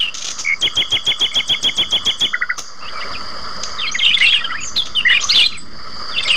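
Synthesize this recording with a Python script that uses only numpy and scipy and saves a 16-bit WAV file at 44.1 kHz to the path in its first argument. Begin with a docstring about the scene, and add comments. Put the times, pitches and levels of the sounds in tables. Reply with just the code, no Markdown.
"""Small parrots in a wire cage

One parrot repeats a loud flight call while others warble, chuckle, trill and rasp, close to a phone.
Each whistle is a fast-gliding tone from the syrinx, a bird's voice box; a rasp is noise chopped by
its uneven flapping. The cage and a hard-walled yard echo, over a far rumble, a hum and a shrill hiss."""
import sys
import numpy as np
from scipy import signal
from scipy.fft import rfft, irfft, next_fast_len
from scipy.io import wavfile
from scipy.ndimage import uniform_filter1d, minimum_filter1d, map_coordinates

SR = 44100
rng = np.random.default_rng(int(sys.argv[2]) if len(sys.argv) > 2 else 0)


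def write(x):
    x = np.atleast_2d(x).T
    wavfile.write(sys.argv[1], SR, np.round(np.clip(x, -1, 1) * 32767).astype(np.int16))


N = 280476
TOP_HZ = 15700  # the highest sound the phone keeps
EDGE_S = .003  # fade at each end of a whistle


def amp(db):
    """Turns decibels into a volume multiplier."""
    return 10 ** (np.asarray(db) / 20)


def unit(x):
    """Scales a sound to an average (rms) strength of 1."""
    return x / np.sqrt(np.mean(x ** 2) + 1e-20)


def at_pitch(points, hz):
    """Reads between (pitch_hz, value) rows, spacing octaves evenly."""
    pitches, values = np.transpose(points)
    return np.interp(np.log(hz + 1), np.log(pitches + 1), values)


def over_time(points):
    """Joins (time_s, value) rows into a curve as long as the scene."""
    return np.interp(np.arange(N) / SR, *np.transpose(points))


def wobble(rate_hz, size=N):
    """A smooth curve through rate_hz random values a second."""
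    values = rng.standard_normal(int(size * rate_hz / SR) + 4)
    return map_coordinates(values, [np.arange(size) * rate_hz / SR])


def loudness(x):
    """A sound's strength from moment to moment."""
    return np.sqrt(np.abs(uniform_filter1d(x ** 2, 300)))


def filtered(x, response):
    """Multiplies each frequency in a sound by response(hz)."""
    size = next_fast_len(N + SR // 2)
    return irfft(rfft(x, size) * response(np.fft.rfftfreq(size, 1 / SR)), size)[..., :N]


def rush(spectrum, patchy_db):
    """Noise of strength 1, shaped by a spectrum, with random louder and softer patches."""
    bands = signal.stft(rng.standard_normal(N + 512), nperseg=512)[2]
    patches = uniform_filter1d(uniform_filter1d(rng.standard_normal(bands.shape), 5, 0), 8, 1)
    noise = signal.istft(bands * amp(patchy_db * unit(patches)), nperseg=512)[1][:N]
    return unit(filtered(noise, lambda hz: amp(at_pitch(spectrum, hz))))


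def add(track, start_s, sound):
    """Mixes a sound into a track."""
    i = max(round(start_s * SR), 0)
    track[i:i + len(sound)] += sound[:N - i]


# How loud the far traffic is: time_s, level_db
TRAFFIC_LEVELS = [(0, -48.5), (1.2, -49.5), (1.8, -42.5), (2.3, -48), (2.64, -55), (3.1, -38.5),
                  (3.7, -43.5), (4.9, -40), (5.8, -42.5), (6.36, -41.5)]
# How loud the hum and hiss are: time_s, hum_db, shrill_db
BACKGROUND_LEVELS = [(0, -41.5, -43.5), (.45, -40, -39.5), (.8, -41, -45), (1.5, -40.5, -41),
                     (2.2, -41, -44), (2.76, -42, -41.5), (2.85, -34.5, -35.5), (3.01, -31, -31.5),
                     (3.72, -31.5, -32), (4.11, -39, -44), (4.41, -37, -38), (4.85, -39.5, -40.5),
                     (5.2, -35, -39), (5.6, -43, -44), (6.02, -32.5, -32.5), (6.36, -32.5, -31)]
# The tone color of each background noise: pitch_hz, relative_db
RUMBLE_SPECTRUM = [(15, -24.5), (25, 1), (27, -8), (32, -15.5), (65, -8), (139, -16), (188, -9.5),
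                   (450, -22), (580, -46), (990, -120)]
HUM_SPECTRUM = [(240, -50), (400, -16), (605, -11), (828, -19.5), (1290, -0.5), (1520, -13), (1930, -12.5),
                (2220, -16.5), (2470, -35), (3070, -18), (3920, -28), (4200, -22), (5460, -57.5),
                (9240, -120)]
SHRILL_SPECTRUM = [(2350, -51.5), (4000, -36), (4510, -3), (4800, 2), (5130, -5), (5400, -21.5),
                   (6160, -20), (9470, -37), (10400, -40.5), (10900, -54), (14300, -47), (15500, -55.5)]

def surroundings():
    """Far traffic, an outdoor hum near 1.3 kHz and a shrill, insect-like hiss near 5 kHz."""
    levels = np.array(BACKGROUND_LEVELS)
    hum_db, shrill_db = over_time(levels[:, [0, 1]]), over_time(levels[:, [0, 2]])
    rumble = amp(over_time(TRAFFIC_LEVELS)) * rush(RUMBLE_SPECTRUM, patchy_db=2)
    hum = amp(hum_db + 1.38 * wobble(90)) * rush(HUM_SPECTRUM, patchy_db=2)
    shrill = amp(shrill_db + 1.1 * wobble(200)) * rush(SHRILL_SPECTRUM, patchy_db=2)
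    return rumble + hum + shrill


# The yard's echo, and how long it takes to fall 60 dB: pitch_hz, fade_s, echo_db
YARD_ECHO = [(1000, .15, -16), (2100, .13, -18), (2500, .15, -17), (3200, .4, -14), (4200, .3, -14),
             (5300, .55, -9), (7000, .55, -8), (8000, .3, -12), (12000, .2, -14)]

def yard(x):
    """Hard walls scatter echoes; each pitch dies at its own speed, and the scatter changes as birds move."""
    out, step, table = np.zeros(N), SR // 7, np.array(YARD_ECHO)
    for i in range(0, N, step):
        hz, t, bands = signal.stft(rng.standard_normal(SR // 2), SR, nperseg=256)
        decay = amp(-60 * t / at_pitch(table[:, :2], hz)[:, None])
        decay /= np.linalg.norm(decay, axis=1, keepdims=True)
        tail = signal.istft(bands * decay, SR, nperseg=256)[1]
        add(out, i / SR + .0087, signal.fftconvolve(x[i:i + step], tail / np.linalg.norm(tail)))
    return filtered(out, lambda hz: amp(at_pitch(table[:, ::2], hz)))


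# Bounces off the cage: delay_s, level_db
CAGE_ECHOES = [(.0037, -19), (.0061, -19), (.0098, -20), (.0143, -21), (.021, -22)]

def cage(x):
    """The sides of the cage send back a few quick, quiet copies."""
    return sum(amp(db) * np.pad(x, (round(delay * SR), 0))[:N] for delay, db in CAGE_ECHOES)


# Narrow gaps in the sound from all around: pitch_hz, width_hz, depth_share
PITCH_DIPS = [(2530, 100, 0.3), (3860, 93, 0.5), (7700, 190, 1)]

def pitch_dips(hz):
    """How much of each frequency is left after the dips."""
    return np.prod([1 - depth / (1 + (2 * (hz - center) / width) ** 2)
                    for center, width, depth in PITCH_DIPS], axis=0)


# Boost or cut above 9.5 kHz: time_s, gain_db
TREBLE_LEVELS = [(0, 1), (2.65, 12), (2.75, -20), (4.73, -25), (4.76, 2.5), (5.15, -7.5), (5.35, 2.5),
                 (5.55, 0.5), (6.36, -22)]

def shifting_treble(x):
    """The flock's highest sounds come and go."""
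    treble = filtered(x, lambda hz: 1 / (1 + (9500 / (hz + 1)) ** 16))
    return x - treble * (1 - amp(over_time(TREBLE_LEVELS)))


# Where a bird's throat rings: pitch_hz, width_hz, weight_db
HIGH_RINGS = [(6400, 1360, 4.5), (4860, 1080, 0.5), (8030, 500, -20)]
LOW_RINGS = [(3660, 1800, 23.5), (1660, 6000, 12.5)]

def throat(flaps, rings):
    """Chopped noise rings in the throat, passing twice through the same filter."""
    def response(hz):
        return sum((-1) ** k * amp(db) * 1j * hz * width / (center ** 2 - hz ** 2 + 1j * hz * width)
                   for k, (center, width, db) in enumerate(rings))
    return unit(filtered(flaps * rng.standard_normal(N), lambda hz: response(hz) ** 2))


# The tone color of a low, noisy puff: pitch_hz, relative_db
PUFF_SPECTRUM = [(30, -2), (300, -2), (900, -6), (1600, -10), (2500, -6.5), (6000, -30.5), (8000, -39),
                 (13000, -34.5), (16000, -34.5)]
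# Harsh bursts: start_s, length_s, level_db, low_throat_relative_db, puff_relative_db
RASP_BURSTS = [(0.14, 0.027, -27, -2, -15.5), (0.169, 0.034, -27.5, -2, -20.5),
               (0.206, 0.033, -30, 2.5, -21.5), (0.243, 0.024, -26.5, -1.5, -15.5),
               (0.266, 0.035, -30.5, 1.5, -9.5), (0.301, 0.03, -26.5, -4.5, -21.5),
               (0.38, 0.042, -30, -3, -10), (0.4, 0.067, -36.5, -12, -14.5), (2.579, 0.03, -27.5, -5, -9),
               (3, .045, -57, 20, 8), (3.633, 0.0095, -24.5, 1.5, -24.5), (4.176, 0.062, -38, 14, -8),
               (4.678, 0.027, -36, -12, -24), (4.761, 0.024, -49.5, 26.5, 16.5),
               (4.853, 0.034, -34.5, 1.5, -9.5), (5.208, 0.039, -35.5, 9.5, -9),
               (5.234, 0.079, -30, -6.5, -14), (5.339, 0.092, -44.5, 25, 10.5),
               (6.226, 0.019, -39, 15.5, -14), (6.277, 0.018, -48.5, 27.5, 4)]

def rasps():
    """Uneven flaps of the syrinx chop noise into a rasp; each flight call also opens with one."""
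    high, low, puff = np.zeros((3, N))
    openers = [(start + .00082, .026, db - 27, -14, -10) for start, db, *_ in FLIGHT_CALLS]
    for start, length, db, low_db, puff_db in RASP_BURSTS + openers:
        progress = np.arange(round(length * SR)) / (length * SR)
        swell = amp(db) * np.clip(progress * 12, 0, 1) * np.clip((1 - progress) * 3, 0, 1)
        add(high, start, swell)
        add(low, start, swell * amp(low_db))
        add(puff, start, swell * amp(puff_db))
    flaps = amp(3.7 * wobble(250))
    ringing = high * throat(flaps, HIGH_RINGS) + low * throat(flaps, LOW_RINGS)
    return ringing + puff * unit(flaps * rush(PUFF_SPECTRUM, patchy_db=1.5))


# Fainter tones above a high whistle sung at -12 dB: pitch_multiple, relative_db
WHISTLE_OVERTONES = [(2, -33.5), (3, -38.5), (4, -47), (5, -46)]

def whistle(note, flutter_db, waver, rough):
    """The syrinx glides through (time_s, pitch_hz, level_db) rows; low or quiet notes are purer."""
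    times, hz, db = np.transpose(note)
    t = np.arange(times[0] - EDGE_S, times[-1] + EDGE_S, 1 / SR)
    pitch, level = (uniform_filter1d(np.interp(t, times, v), 90, mode="nearest") for v in (hz, db))
    phase = 2 * np.pi * np.cumsum(pitch * (1 + waver * wobble(300.5, len(t)))) / SR
    richness = amp(.7 * (np.minimum(level, -9) + 12)) * np.minimum(pitch / 2900, 1) ** 4
    overtones = sum(amp(gain_db) * np.sin(k * phase) * (k * pitch < TOP_HZ)
                    for k, gain_db in WHISTLE_OVERTONES)
    tone = np.sin(phase) + richness * overtones
    buzz = 1 + rough * wobble(1393, len(t))  # fast shaking makes the tone raspy
    fade = np.clip(np.minimum(t - t[0], t[-1] - t) / EDGE_S, 0, 1) ** 2
    return np.sqrt(2) * tone * buzz * fade * amp(level + flutter_db * wobble(251.5, len(t)))


# The flock's quick notes: start_s, length_s, first_hz, loudest_hz, last_hz, peak_db, peak_at_share
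WARBLE_NOTES = [ (0, .021, 3300, 2945, 3090, -5, 0.36), (0.024, 0.019, 2950, 2870, 2837, -11.5, 0.36),
                (.043, 0.023, 2840, 2810, 2720, -17.5, 0.45), (0.073, 0.026, 2740, 2724, 2780, -20, 0.24),
                (0.388, .009, 3320, 6350, 7470, -23, 0.42), (0.395, .014, 7500, 6300, 4370, -21, .4),
                (2.571, 0.027, 6450, 6010, 5960, -30, 0.44), (2.579, 0.011, 1110, 1260, 1470, -24.5, 0.61),
                (2.809, 0.039, 2600, 2800, 2700, -39.5, 0.53), (2.844, 0.044, 2530, 2605, 2970, -32, 0.35),
                (2.879, .016, 2920, 2920, 3390, -27.5, 0.34), (2.939, 0.064, 2350, 2320, 2290, -33, 0.61),
                (3.004, .018, 2570, 3000, 2680, -29, 0.53), (3.014, 0.031, 1890, 2100, 2360, -26.5, 0.52),
                (4.346, 0.032, 8760, 8480, 7600, -37, 0.43), (3.133, .04, 3800, 2430, 2840, -27, 0.58),
                (3.783, .016, 3900, 3690, 3430, -24, 0.43), (3.797, .015, 3500, 3660, 3650, -20.5, .6),
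                (3.788, 0.019, 2110, 1990, 1900, -30.5, 0.54), (3.814, .033, 3250, 3024, 2490, -16.5, 0.47),
                (3.849, 0.024, 2620, 2200, 2150, -17.5, 0.55), (3.885, 0.02, 2270, 2290, 2300, -26, 1),
                (3.862, 0.025, 3120, 3260, 3300, -21.5, 0.82),
                (3.891, 0.0056, 3200, 3030, 3100, -21.5, 0.43), (3.871, 0.023, 4210, 4220, 4230, -21.5, .7),
                (3.915, .02, 5680, 5910, 6670, -22, 0.24), (3.924, 0.068, 6600, 6460, 6680, -31.5, 0.067),
                (3.943, .022, 2376, 2024, 1850, -16, 0.6), (3.975, .013, 3120, 3150, 3050, -31, .5),
                (3.987, .018, 4060, 3150, 2300, -17, 0.75), (4.006, .018, 2200, 2044, 2210, -15, 0.66),
                (4.018, .036, 3370, 3110, 2740, -12.5, 0.51), (4.045, 0.035, 3206, 3115, 3100, -13, 0.61),
                (4.048, 0.017, 3460, 3660, 3340, -13, 0.45), (4.06, 0.014, 2975, 2733, 2960, -9, 0.29),
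                (4.066, 0.04, 2953, 2910, 3130, -12.5, 0.61), (4.048, .014, 7360, 7420, 7100, -33.5, .4),
                (4.084, 0.026, 6000, 5940, 5920, -42.5, .5), (4.105, 0.021, 2680, 2310, 2600, -12.5, 0.19),
                (4.124, .02, 2440, 2930, 3680, -16, 0.46), (4.137, .017, 3376, 3510, 3300, -10, .7),
                (4.153, 0.0068, 3310, 3310, 3420, -10, 0.61), (4.167, .015, 2220, 2080, 2020, -15.5, 0.73),
                (4.176, .015, 8800, 8550, 8300, -31.5, 0.36), (4.206, 0.019, 1953, 2070, 2210, -9.5, 0.51),
                (4.218, .03, 2194, 2274, 2050, -11.5, 0.63), (4.219, 0.0428, 2950, 2700, 2680, -9, 0.81),
                (4.26, .03, 2825, 2755, 2666, -7.5, 0.36), (4.289, 0.0352, 2626, 3090, 3480, -12.5, 0.39),
                (4.307, 0.0464, 3366, 3255, 3170, -9.5, 0.78), (4.227, .023, 8600, 8400, 8100, -32, 0.62),
                (4.244, .055, 4200, 4600, 4770, -27.5, 0.69), (4.268, 0.011, 3540, 3280, 3200, -12.5, 0.57),
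                (4.256, 0.029, 2410, 2460, 2320, -16, 0.38), (4.257, 0.017, 4140, 4180, 4280, -21.5, 0.68),
                (4.263, .015, 4210, 3390, 2700, -11, 0.45), (4.28, 0.018, 8100, 7940, 7900, -41, 0.44),
                (4.283, 0.014, 3430, 3650, 3800, -14, 0.51), (4.324, 0.014, 1880, 2660, 1680, -17, 0.43),
                (4.341, 0.036, 2880, 2894, 2680, -13, 0.46), (4.369, 0.028, 2750, 2500, 2510, -18.5, 0.36),
                (4.358, 0.011, 1710, 1720, 1730, -22, 0.43), (4.366, 0.011, 3510, 3590, 3600, -23, .5),
                (4.394, 0.035, 1940, 1906, 1890, -27.5, 0.56), (4.395, 0.0224, 2890, 3420, 3550, -29, 0.39),
                (4.412, .012, 1500, 1350, 1250, -25, 0.58), (4.437, 0.018, 1540, 1620, 1650, -28, 0.58),
                (4.438, 0.027, 3110, 3200, 2910, -19.5, 0.3), (4.461, 0.035, 1350, 1330, 1440, -28.5, 0.55),
                (4.493, .03, 1890, 2010, 1960, -25, 0.7), (4.506, 0.0312, 1558, 1415, 1190, -24.5, 0.43),
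                (4.516, 0.027, 2870, 3120, 3250, -29, .75), (4.539, .036, 1504, 1737, 2140, -23, 0.39),
                (4.578, .027, 2480, 2510, 2320, -26.5, .5), (4.604, 0.02, 2890, 2740, 2600, -31, 0.47),
                (4.607, 0.066, 6810, 6760, 6300, -28, 0.5), (4.664, .034, 6360, 6420, 5880, -26, 0.37),
                (4.625, .024, 2510, 3080, 1770, -29, 0.5), (4.649, .02, 7330, 7060, 7200, -28.5, 0.57),
                (4.757, 0.015, 2717, 4190, 4000, -22, 0.55), (4.816, .015, 3400, 3340, 3300, -18.5, 0.37),
                (4.951, 0.013, 3430, 3700, 3570, -18.5, 0.65), (4.998, 0.014, 2776, 2790, 2700, -16.5, .5),
                (5.081, 0.037, 2794, 3000, 2820, -13.5, 0.74), (5.115, 0.025, 2930, 2820, 2950, -14.5, 1),
                (5.101, 0.0342, 1680, 2080, 1823, -7.5, 0.41), (5.12, .021, 3680, 3495, 3640, -14, .45),
                (5.137, 0.021, 2460, 2466, 2370, -15, .45), (5.14, 0.038, 1143, 1157, 1150, -34.5, .3),
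                (5.141, 0.012, 3280, 3200, 3150, -22, .6), (5.147, 0.036, 2920, 2790, 2170, -13, .6),
                (5.168, 0.02, 3620, 3600, 3720, -27, .3), (5.194, 0.012, 2870, 3280, 3500, -17, 0.89),
                (5.205, .035, 5990, 5460, 4850, -27.5, .4), (5.206, 0.026, 7300, 6200, 5930, -25.5, 0.88),
                (5.236, 0.016, 6090, 6130, 6760, -16.5, 0.45), (5.222, 0.018, 1147, 1240, 1100, -25, 0.37),
                (5.243, .024, 1080, 1167, 1300, -25.5, .5), (5.273, 0.051, 1180, 1390, 1590, -33, 0.48),
                (5.291, 0.032, 3420, 4170, 4500, -10.5, 0.44),
                (5.295, 0.027, 3190, 2990, 2330, -20.5, 0.39), (5.32, .018, 2110, 2160, 2280, -21.5, 0.6),
                (5.321, 0.02, 5220, 4840, 4800, -15.5, 0.27), (5.333, .024, 2820, 2970, 3380, -13.5, 0.34),
                (5.35, 0.013, 3410, 4720, 4440, -20, .4), (5.352, 0.043, 3600, 3530, 3360, -11, 0.25),
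                (5.347, .019, 4230, 3860, 3900, -11, .75), (5.373, .025, 3340, 3080, 3080, -9.5, 0.52),
                (5.376, .012, 3560, 3270, 3380, -10, 0.38), (5.387, 0.023, 3104, 2890, 2700, -8, 0.26),
                (5.391, 0.018, 3350, 4700, 3640, -15.5, 0.52), (5.393, 0.02, 8660, 8130, 8270, -30.5, .5),
                (5.407, 0.028, 3720, 3210, 3700, -11.5, 0.48), (5.432, .027, 3480, 4250, 4140, -19, .4),
                (5.405, 0.013, 2740, 2890, 2820, -9, .4), (5.411, 0.034, 2506, 2395, 2430, -15.5, 0.87),
                (5.437, .014, 3460, 3600, 3840, -14, 0.34), (5.449, 0.022, 3890, 3350, 3230, -16.5, 0.54),
                (5.452, 0.02, 3920, 4090, 4000, -12, 0.65), (5.455, 0.0237, 8300, 8150, 7600, -36, 0.42),
                (5.52, 0.0135, 2720, 2150, 1930, -29, 0.88), (5.537, .042, 3120, 2480, 2100, -29.5, 0.41),
                (5.572, 0.032, 8340, 8070, 7700, -34, 0.35), (6.117, 0.026, 3680, 3540, 3380, -29.5, 0.32),
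                (6.139, .017, 3400, 2990, 2800, -24.5, 0.69), (6.161, 0.017, 2810, 2750, 3080, -19, 0.41),
                (6.171, 0.012, 2650, 2690, 2890, -18, .5), (6.181, 0.011, 3330, 3600, 3370, -14, 0.36),
                (6.187, .012, 3120, 3070, 3210, -20, .25), (6.199, 0.011, 2630, 2650, 2670, -18, 0.71),
                (6.195, 0.02, 2090, 2110, 2020, -25.5, .2), (6.228, 0.015, 3570, 3590, 3320, -19, 0.49),
                (6.23, 0.02, 8160, 8200, 7900, -32.5, 0.46), (6.249, 0.036, 2450, 2100, 2410, -21.5, 0.28),
                (6.247, .021, 5170, 5350, 5250, -27, 0.41), (6.269, .019, 4330, 4130, 3960, -23.5, 0.72),
                (6.276, 0.013, 3866, 3695, 3720, -16, 0.48), (6.283, 0.027, 3540, 3070, 3270, -18, .6),
                (6.278, 0.0099, 7540, 7520, 7300, -30, 0.54), (6.29, .015, 3055, 3240, 3450, -15, 0.53),
                (6.293, 0.016, 6540, 6630, 6640, -34, .4), (6.306, 0.034, 8470, 8260, 8070, -31.5, 0.6),
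                (6.304, .018, 2770, 2910, 2670, -4.5, 0.83), (6.324, .016, 2650, 2725, 2760, -16, 0.44),
                (6.333, 0.022, 2550, 2520, 2430, -13.5, .4), (6.348, 0.019, 3080, 2950, 2860, -13, 0.84)]
# The tone color of the air in those notes: pitch_hz, relative_db
WARBLE_AIR = [(200, -9), (1500, 2.5), (3500, 6.5), (6000, -11), (8500, -7), (10500, -44), (15500, -32)]
# One low chuckle: after_start_s, pitch_hz, level_db
CHUCKLE_SHAPE = [(0, 1150, -30), (.005, 1400, -19), (.008, 1700, -24), (.012, 2050, -11), (.017, 1900, -16),
                 (.019, 1600, -26), (.023, 1450, -16), (.032, 1420, -28)]
# Each chuckle: start_s, gain_db
CHUCKLE_TIMES = [(2.331, 1), (2.411, 1.5), (2.491, 1)]

def warble():
    """The flock whistles airy notes that glide through three pitches, and a few low chuckles."""
    out = np.zeros(N)
    rise_db, fade_db, halfway_share = 9.5, 7.5, .36
    below_peak_db = np.array([rise_db, halfway_share * rise_db, 0, halfway_share * fade_db, fade_db])
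    for start, length, first, loudest, last, db, peak_at in WARBLE_NOTES:
        peak_at = np.clip(peak_at, .05, .95)
        times = start + length * np.array([0, peak_at / 2, peak_at, (1 + peak_at) / 2, 1])
        pitch = np.interp(times, times[::2], [first, loudest, last])
        note = np.transpose([times, pitch, db - below_peak_db])
        add(out, start - EDGE_S, whistle(note, flutter_db=2.5, waver=.012, rough=.2))
    air = loudness(out) * rush(WARBLE_AIR, patchy_db=3)
    for start, db in CHUCKLE_TIMES:
        note = np.array(CHUCKLE_SHAPE) + [start, 0, db]
        add(out, start - EDGE_S, whistle(note, flutter_db=.6, waver=.005, rough=.03))
    return out + amp(-21.5) * air


# A near bird's held notes: start_s, length_s, first_hz, middle_hz, last_hz, level_db
HELD_NOTES = [(4.765, .044, 4183, 3576, 3360, -14), (4.963, .033, 3140, 2990, 2860, -13),
              (5.052, .032, 1867, 2133, 1860, -9)]

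def held_notes():
    """Even, pressed whistles that start softly and stop at once."""
    out = np.zeros(N)
    for start, length, first, middle, last, db in HELD_NOTES:
        note = [(start, first, db - 6), (start + .15 * length, first, db),
                (start + length / 2, middle, db), (start + length, last, db)]
        tone = whistle(note, flutter_db=1, waver=.0048, rough=.03)
        pressed = tone - amp(-30 - 2 * db) * tone ** 3  # flatter wave tops add odd overtones
        add(out, start - EDGE_S, pressed)
    return out


# Trills on one pitch: start_s, beat_count, gap_s, loudest_at_s, peak_db, loss_per_beat_db, pitch_hz
TRILLS = [(.452, 8, .0123, 0.518, -1, 3, 2198), (1.319, 4, 0.012, 1.325, -26, 0.5, 2180)]

def trills():
    """Short, slightly uneven beats of one tone, about eighty a second, swell and fade."""
    out = np.zeros(N)
    for start, beats, gap, loudest_at, peak_db, loss_db, pitch in TRILLS:
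        for k, (later, softer_db, sharper) in enumerate(rng.standard_normal((beats, 3))):
            when = start + k * gap + .0004 * later
            db = peak_db - loss_db * abs(when - loudest_at) / gap - softer_db
            hz = pitch * (1 + .015 * sharper)
            beat = [(when - .004, hz, db - 10), (when, hz, db), (when + .004, hz, db - 12)]
            add(out, when - .004 - EDGE_S, whistle(beat, flutter_db=.3, waver=.015, rough=.11))
    return out


# The three parts of a flight call: after_start_s, pitch_hz, level_db
CALL_FALL = [(-.025, 7630, -61.5), (0, 8120, -40), (.005, 6200, -26), (.009, 4000, -31.5)]
CALL_HOLD = [(.01, 4000, -30), (.014, 3400, -19), (.022, 3170, -11), (.03, 3270, -6), (.037, 3360, -3),
             (.044, 3460, -3), (.051, 3200, -3), (.055, 2930, -4), (.058, 3000, -12), (.063, 3100, -19)]
CALL_DROP = [(.056, 2900, -25), (.062, 2450, -25), (.066, 2200, -17), (.069, 2140, -13), (.073, 2130, -20)]
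# Each call: start_s, gain_db, pitch_factor, length_factor, drop_gain_db
FLIGHT_CALLS = [(.609, -0.5, .99, 1, 0), (0.754, -0.5, 0.99, 1.034, -1), (.904, -1, 0.99, 0.98, 0.5),
                (1.053, -1, 1.005, 1, 1), (1.195, 0, 1, 1.03, -6.5), (1.341, -2, 1.004, 0.96, 1.5),
                (1.478, -1.5, 1, 1.016, 1), (1.626, -0.5, 1, 1.02, -1.5), (1.764, -1, 1.003, 1.04, -4),
                (1.906, -1.5, 1.003, 1.08, -8.5), (2.049, -0.5, 1.002, 0.95, -10),
                (2.196, -1, 1.014, 1.05, -7.5)]

def flight_calls():
    """One bird repeats a rough, steep fall, a held note and a low drop."""
    out = np.zeros(N)
    for start, db, pitch, length, drop_db in FLIGHT_CALLS:
        parts = (CALL_FALL, db, 1.3), (CALL_HOLD, db, .02), (CALL_DROP, db + drop_db, .15)
        for shape, gain_db, rough in parts:
            note = np.array(shape) * [length, pitch, 1] + [start, 0, gain_db]
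            add(out, note[0, 0] - EDGE_S, whistle(note, flutter_db=.8, waver=.005, rough=rough))
    # low puffs of noise as the loud calls overload the phone
    overload = np.minimum(loudness(out), .45) ** 1.42
    return out + amp(-10.5) * overload * rush(PUFF_SPECTRUM, patchy_db=1.5)


def scene():
    """Whistles arrive directly; rasps, echoes and the background come from all around."""
    calls = flight_calls()
    flock = shifting_treble(warble()) + held_notes()
    trilling = trills()
    rasping = shifting_treble(rasps())
    echoes = yard(amp(-4) * calls + flock + amp(-5) * trilling + amp(4) * rasping)
    all_around = rasping + cage(flock + rasping) + echoes + surroundings()
    return (calls + flock + trilling + filtered(all_around, pitch_dips))[None]


# The tallest wave the phone allows, low at first: time_s, amplitude
PEAK_CEILING = [(2.25, 0.4), (2.4, 0.76)]
# The signal's resting value, a little above zero: time_s, amplitude
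RESTING_VALUE = [(2.7, .032), (2.9, .059)]

def record(dry):
    """The phone quickly turns down loud peaks, cuts the highest treble and rests a little above zero."""
    needed_gain = np.minimum(1, over_time(PEAK_CEILING) / (np.abs(dry) + 1e-9))
    smooth_gain = uniform_filter1d(minimum_filter1d(needed_gain, size=160), size=120)
    return filtered(dry * smooth_gain, lambda hz: hz < TOP_HZ) + over_time(RESTING_VALUE)


dry = scene()
out = record(dry)
write(out)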